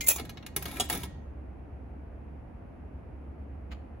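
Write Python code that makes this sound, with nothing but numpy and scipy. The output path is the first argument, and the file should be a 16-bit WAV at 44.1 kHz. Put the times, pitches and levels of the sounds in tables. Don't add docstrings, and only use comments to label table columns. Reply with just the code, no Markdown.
import sys
import numpy as np
from scipy import signal
from scipy.fft import rfft, irfft, next_fast_len
from scipy.io import wavfile
from scipy.ndimage import uniform_filter1d

SR = 44100
rng = np.random.default_rng(int(sys.argv[2]) if len(sys.argv) > 2 else 0)


def to_wav(s):
    ch = np.atleast_2d(s).T
    pcm = np.round(np.clip(ch, -1, 1) * 32767)
    wavfile.write(sys.argv[1], SR, pcm.astype(np.int16))


N = 176400

# t/s, level/dB, brightness/dB, thud/dB
SLOT_IMPACTS = [(.0075, -17, -12, -21), (.016, -30, -3.5, -9.5), (.0415, -36, -1, -8), (.0655, -31, 3, -14),
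                (.071, -24, 3.5, -7), (.0825, -23, 10, -3), (.086, -17.5, 8, -2), (.0985, -26, 9.5, -1.5),
                (.108, -27, 5.5, 5.5), (.1605, -31.5, 3, 8)]
CHUTE_IMPACTS = [(.184, -38, 0, 4), (.196, -34.5, -4, 0), (.251, -43.5, -5, -4), (.2935, -38, -5, -4.5),
                 (.372, -40, -18, -12), (.426, -46.5, -19, 1), (.4635, -36, -3.5, -21),
                 (.563, -26.5, 8, -7), (.6185, -49, -8, 6.5), (.624, -40, 10.5, 3), (.6425, -49.5, 1, -6),
                 (.655, -31.5, -2, -4.5), (.68, -45, 4, 1.5), (.7125, -40.5, 2.5, -22), (.727, -50, 2.5, 9),
                 (.7395, -52.5, 8.5, 5.5), (.7585, -41, 0, 4), (.7685, -37, -1.5, 0), (.841, -48.5, 7, 1),
                 (.8515, -47.5, 4.5, -0.5), (.889, -44.5, 7.5, 0), (.8985, -25.5, 5, -1),
                 (.918, -41.5, 11, -3), (.9264, -30, 5.5, -7), (.936, -39.5, 7, 9.5), (.9485, -35, 7, 4.5),
                 (.974, -44.5, 14, -10), (1.004, -53, 11, 5), (1.033, -37, 5.5, 1)]
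GATE_IMPACTS = [(.798, -30.5, 16, 9.5), (.8045, -29, 14, -8.5)]
# t/s, duration/s, level/dB
SLOT_SCRAPES = [(.01, 0.05, -45), (.083, .032, -24.5), (.115, .057, -37.5)]
CHUTE_ROLLS = [(.172, 0.039, -42.5), (.655, .135, -44.5), (.81, 0.035, -45.5), (.90, 0.071, -38.5),
               (.985, .075, -47.5)]
# f/Hz, relative level/dB
SLOT_SPECTRUM = [(230, -9.5), (390, 7), (510, -6), (740, 3.5), (1000, -5.5), (2100, -12.5), (2700, -7.5),
                 (5200, -6), (7100, 1), (9000, -4.5), (11000, -2), (13000, -4.5), (15400, 1.5)]
CHUTE_SPECTRUM = [(130, -1), (420, 1.5), (540, -5.5), (760, 4), (1100, -4), (3500, -1.5), (4800, -5.5),
                  (6900, -5), (8500, -7.5), (11000, -1.5), (12700, -6.5), (15400, -1.5)]
GATE_SPECTRUM = [(200, -5.5), (700, 3.5), (1300, -2.5), (3200, 5), (5000, 2), (6700, -0.5), (9700, -0.5),
                 (13000, -13.5), (15400, -9)]
# f/Hz, T60/s
SLOT_DECAY = [(300, 0.024), (2500, 0.0744), (7000, 0.046), (15000, 0.052)]
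CHUTE_DECAY = [(130, 0.24), (3000, 0.0637), (15000, 0.046)]
CABINET_DECAY = [(130, .5), (700, .25), (3000, 0.58), (7000, .4), (12000, .17)]
# f/Hz, relative level/dB, T60/s
COIN_MODES = [(2383, -28, .2), (6440, -30, 0.21), (7210, -25, .2), (10870, -24, 0.17), (11690, -23.5, 0.16),
              (15336, -12.5, .1)]
PLATE_MODES = [(709, -19.5, 0.1), (1314.7, -12.5, 0.059), (1650, -15, 0.082), (1880, -33, 1.0),
               (2186, -16.5, 0.12), (2893, -11.5, 0.038), (3400, -19.5, 0.094), (3737, -14, 0.053),
               (4430, -32.5, 0.44), (6430, -38.5, 0.64)]
SORTING_GATE_MODES = [(419.7, -19.5, 0.16), (724, -3, 0.05), (2910, -2.5, 0.073), (3340, -1, 0.077),
                      (3680, -3, 0.075), (6584, -15.5, 0.087)]
# t/s, level/dB
PANEL_BOOMS = [(.19, -42.5), (0.564, -43.5), (0.9, -39.5)]
# t/s, duration/s, level/dB
SCUFF_EVENT = [(3.704, 0.023, -46.5)]
# f/Hz, relative level/dB
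SCUFF_SPECTRUM = [(1300, 3), (2900, 3), (3700, -6), (4400, -4), (5800, -18.5), (7000, -9), (8000, -26),
                  (14800, -23)]
TRAFFIC_SPECTRUM = [(15, -51.5), (25, -26), (47, -7), (70, -5), (99, -13), (170, -18.5), (270, -16),
                    (384, -23.5), (545, -26), (695, -25.5), (1070, -35), (2550, -46), (3620, -62.5),
                    (8500, -73.5), (11000, -64.5), (14000, -87.5)]
# t/s, level/dB
DRONE_ENVELOPE = [(0, -51.5), (.8, -47), (1.6, -50), (2.2, -46), (2.8, -54.5), (3.6, -40.5), (4, -51.5)]
# f/Hz, coherence/1
NEAR_COHERENCE = [(400, 0.93), (1500, 0.49), (3300, .55), (5000, 0.067), (8000, 0.92)]
STREET_COHERENCE = [(60, 0.95), (250, 0.76), (600, 0.12), (2000, 0.16), (8000, 0.19)]

ATTACK_S, SLOT_GAIN_DB, CHUTE_GAIN_DB = 0.0006, 2.5, 3.5
THUD_HZ, BRIGHT_FROM_HZ, BRIGHT_TO_HZ = 1487, 4200, 9900
RIPPLE_DB, MODE_LINEWIDTH_HZ = 7, 14.3
ROLL_TICKS_PER_S, ROLL_SPREAD_DB = 1500, 4.5
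PING_S, PING_LENGTH_S, PING_HZ, PING_DB, PING_T60 = .009, .064, 2100, -42.5, 1
BOOM_HZ, BOOM_WIDTH_HZ, BOOM_RISE_S, BOOM_T60 = 140, 84, 0.019, 1
INSIDE_TO_CABINET_DB, SLOT_TO_CABINET_DB = -15, -24.5
SCUFF_RISE_S, SCUFF_T60, SCUFF_TAIL_DB = 0.014, .085, -15.5
TRAFFIC_DB, STREET_PAN_DB, DRONE_HZ, DRONE_WIDTH_HZ = -44.5, 0.36, 69, 1.7
LEFT_LAG_S, LAG_FROM_HZ, LAG_FULL_HZ = .000175, 5100, 5407
LOW_CUT_HZ, ROLLOFF_HZ, TOP_HZ = 36, 15720, 16800


def coin():
    slot_body = (SLOT_SPECTRUM, SLOT_DECAY, COIN_MODES)
    chute_body = (CHUTE_SPECTRUM, CHUTE_DECAY, PLATE_MODES)
    gate_body = (GATE_SPECTRUM, CHUTE_DECAY, SORTING_GATE_MODES)
    slot = amp(SLOT_GAIN_DB) * impacts(SLOT_IMPACTS, slot_body) + rolling(SLOT_SCRAPES, slot_body)
    slot = stereo(slot, NEAR_COHERENCE)
    chute = amp(CHUTE_GAIN_DB) * impacts(CHUTE_IMPACTS, chute_body)
    chute += rolling(CHUTE_ROLLS, chute_body, bright_db=-5.5)
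    inside = stereo(chute + impacts(GATE_IMPACTS, gate_body), NEAR_COHERENCE)
    cabinet_drive = amp(INSIDE_TO_CABINET_DB) * inside + amp(SLOT_TO_CABINET_DB) * slot
    return slot + inside + slot_ping() + panel_boom() + cabinet(cabinet_drive)


def impacts(table, body):
    out = np.zeros((2, N))
    for start, db, bright_db, thud_db in table:
        add(out, start, amp(db) * impulse_response(*body, bright_db, thud_db))
    return out


def impulse_response(spectrum, decay, modes, bright_db=0, thud_db=0):
    tilt = [(THUD_HZ / 2, thud_db), (THUD_HZ * np.sqrt(2), 0),
            (BRIGHT_FROM_HZ, 0), (BRIGHT_TO_HZ, bright_db)]
    dense_modes = decaying_noise(decay)[:, :SR // 3]
    knots_hz = np.arange(0, SR / 2, 80)
    ripple_db = RIPPLE_DB * rng.standard_normal(len(knots_hz))
    ripple = lambda hz: unit_rms(amp(np.interp(hz, knots_hz, ripple_db)))
    clack = filtered(dense_modes, lambda hz: colour(spectrum, hz) * amp(log_interp(tilt, hz)) * ripple(hz))
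    t = np.arange(clack.shape[1]) / SR
    ring = np.zeros_like(clack)
    for hz, db, t60 in modes:
        envelope = amp(db + log_interp(tilt, hz) + rng.normal(0, 1.8) - 60 * t / t60)
        phase = 2 * np.pi * (hz * t + rng.random((2, 1)))
        wander = np.cumsum(rng.standard_normal(len(t))) * np.sqrt(2 * np.pi * MODE_LINEWIDTH_HZ / SR)
        ring += envelope * np.sin(phase + wander)
    return (clack + ring) * (1 - np.exp(-t / ATTACK_S))


def rolling(table, body, bright_db=0):
    t = np.arange(N) / SR
    occurs = rng.random(N) < ROLL_TICKS_PER_S / SR
    ticks = occurs * amp(ROLL_SPREAD_DB * rng.standard_normal(N)) * rng.choice([-1, 1], N)
    contact = sum(amp(db) * ((t > start) & (t < start + length)) for start, length, db in table)
    return convolved((unit_rms(ticks) * contact)[None], impulse_response(*body, bright_db))


def slot_ping():
    t = np.maximum(np.arange(N) / SR - PING_S, 0)
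    window = uniform_filter1d(1. * ((t > 0) & (t < PING_LENGTH_S)), size=200)
    return np.sqrt(2) * amp(PING_DB - 60 * t / PING_T60) * window * np.sin(2 * np.pi * PING_HZ * t)


def panel_boom():
    t = np.arange(SR) / SR
    envelope = (1 - np.exp(-t / BOOM_RISE_S)) * amp(-60 * t / BOOM_T60)
    band = lambda hz: np.exp(-((hz - BOOM_HZ) / BOOM_WIDTH_HZ) ** 2)
    out = np.zeros(N)
    for start, db in PANEL_BOOMS:
        add(out, start, amp(db) * envelope * unit_rms(filtered(rng.standard_normal(SR), band)))
    return out


def cabinet(drive):
    return convolved(drive, decaying_noise(CABINET_DECAY))


def scuff():
    start, length, db = SCUFF_EVENT[0]
    t = np.arange(N) / SR - start
    spiky_noise = rng.standard_normal((2, N)) ** 3
    grit = unit_rms(filtered(spiky_noise, lambda hz: colour(SCUFF_SPECTRUM, hz)))
    rise = np.clip(t / SCUFF_RISE_S, 0, 1) ** 2
    release = amp(db - 60 * np.maximum(t - length, 0) / SCUFF_T60)
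    rub = stereo(grit * rise * release, STREET_COHERENCE)
    return rub + cabinet(amp(SCUFF_TAIL_DB) * rub)


def traffic():
    noise = filtered(rng.standard_normal((2, N)), lambda hz: amp(log_interp(TRAFFIC_SPECTRUM, hz)))
    rumble = unit_rms(stereo(noise, STREET_COHERENCE)) * amp(TRAFFIC_DB)
    peak = lambda hz: 1 / (1 + ((hz - DRONE_HZ) / DRONE_WIDTH_HZ) ** 2)
    drone = unit_rms(filtered(rng.standard_normal(N), peak))
    drone = unit_rms(drone / np.sqrt(np.abs(signal.hilbert(drone))))
    drone_db = np.interp(np.arange(N) / SR, *np.transpose(DRONE_ENVELOPE))
    return (rumble + drone * amp(drone_db)) * amp([[-STREET_PAN_DB], [STREET_PAN_DB]])


def decaying_noise(decay):
    hz, t, bands = signal.stft(rng.standard_normal((2, SR // 2)), SR, nperseg=256)
    return signal.istft(bands * amp(-60 * t / log_interp(decay, hz)[:, None]), SR, nperseg=256)[1]


def stereo(pair, coherence):
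    angle = lambda hz: np.arccos(np.clip(log_interp(coherence, hz), -1, 1)) / 2
    mid, side = filtered(pair, lambda hz: np.array([np.cos(angle(hz)), np.sin(angle(hz))]))
    return np.array([mid + side, mid - side])


def convolved(drive, response):
    return signal.fftconvolve(drive, response / np.linalg.norm(response[0]), axes=1)[:, :N]


def filtered(x, response):
    size = x.shape[-1]
    fft_size = next_fast_len(size + 8192)
    return irfft(rfft(x, fft_size) * response(np.fft.rfftfreq(fft_size, 1 / SR)), fft_size)[..., :size]


def colour(spectrum, hz):
    return unit_rms(amp(log_interp(spectrum, hz)))


def log_interp(points, hz):
    knots_hz, values = np.transpose(points)
    return np.interp(np.log(hz + 1), np.log(knots_hz + 1), values)


def amp(db):
    return 10 ** (np.asarray(db) / 20)


def unit_rms(x):
    return x / np.sqrt(np.mean(x ** 2) + 1e-20)


def add(track, start_s, sound):
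    i = max(0, round(start_s * SR))
    track[..., i:i + sound.shape[-1]] += sound[..., :N - i]


def scene():
    return coin() + traffic() + scuff()


def record(dry):
    lag = lambda hz: np.interp(hz, [LAG_FROM_HZ, LAG_FULL_HZ], [0, LEFT_LAG_S])
    spacing = lambda hz: np.exp(np.pi * 1j * hz * lag(hz) * np.array([[-1], [1]]))
    high_cut = lambda hz: amp(-np.maximum(hz - ROLLOFF_HZ, 0) * .06) * (hz < TOP_HZ)
    low_cut = lambda hz: hz ** 2 / np.hypot(hz ** 2, LOW_CUT_HZ ** 2)
    padded = np.pad(dry, ((0, 0), (0, SR // 10)), "reflect", reflect_type="odd")
    return filtered(padded, lambda hz: spacing(hz) * high_cut(hz) * low_cut(hz))[:, :N]


dry = scene()
out = record(dry)
to_wav(out)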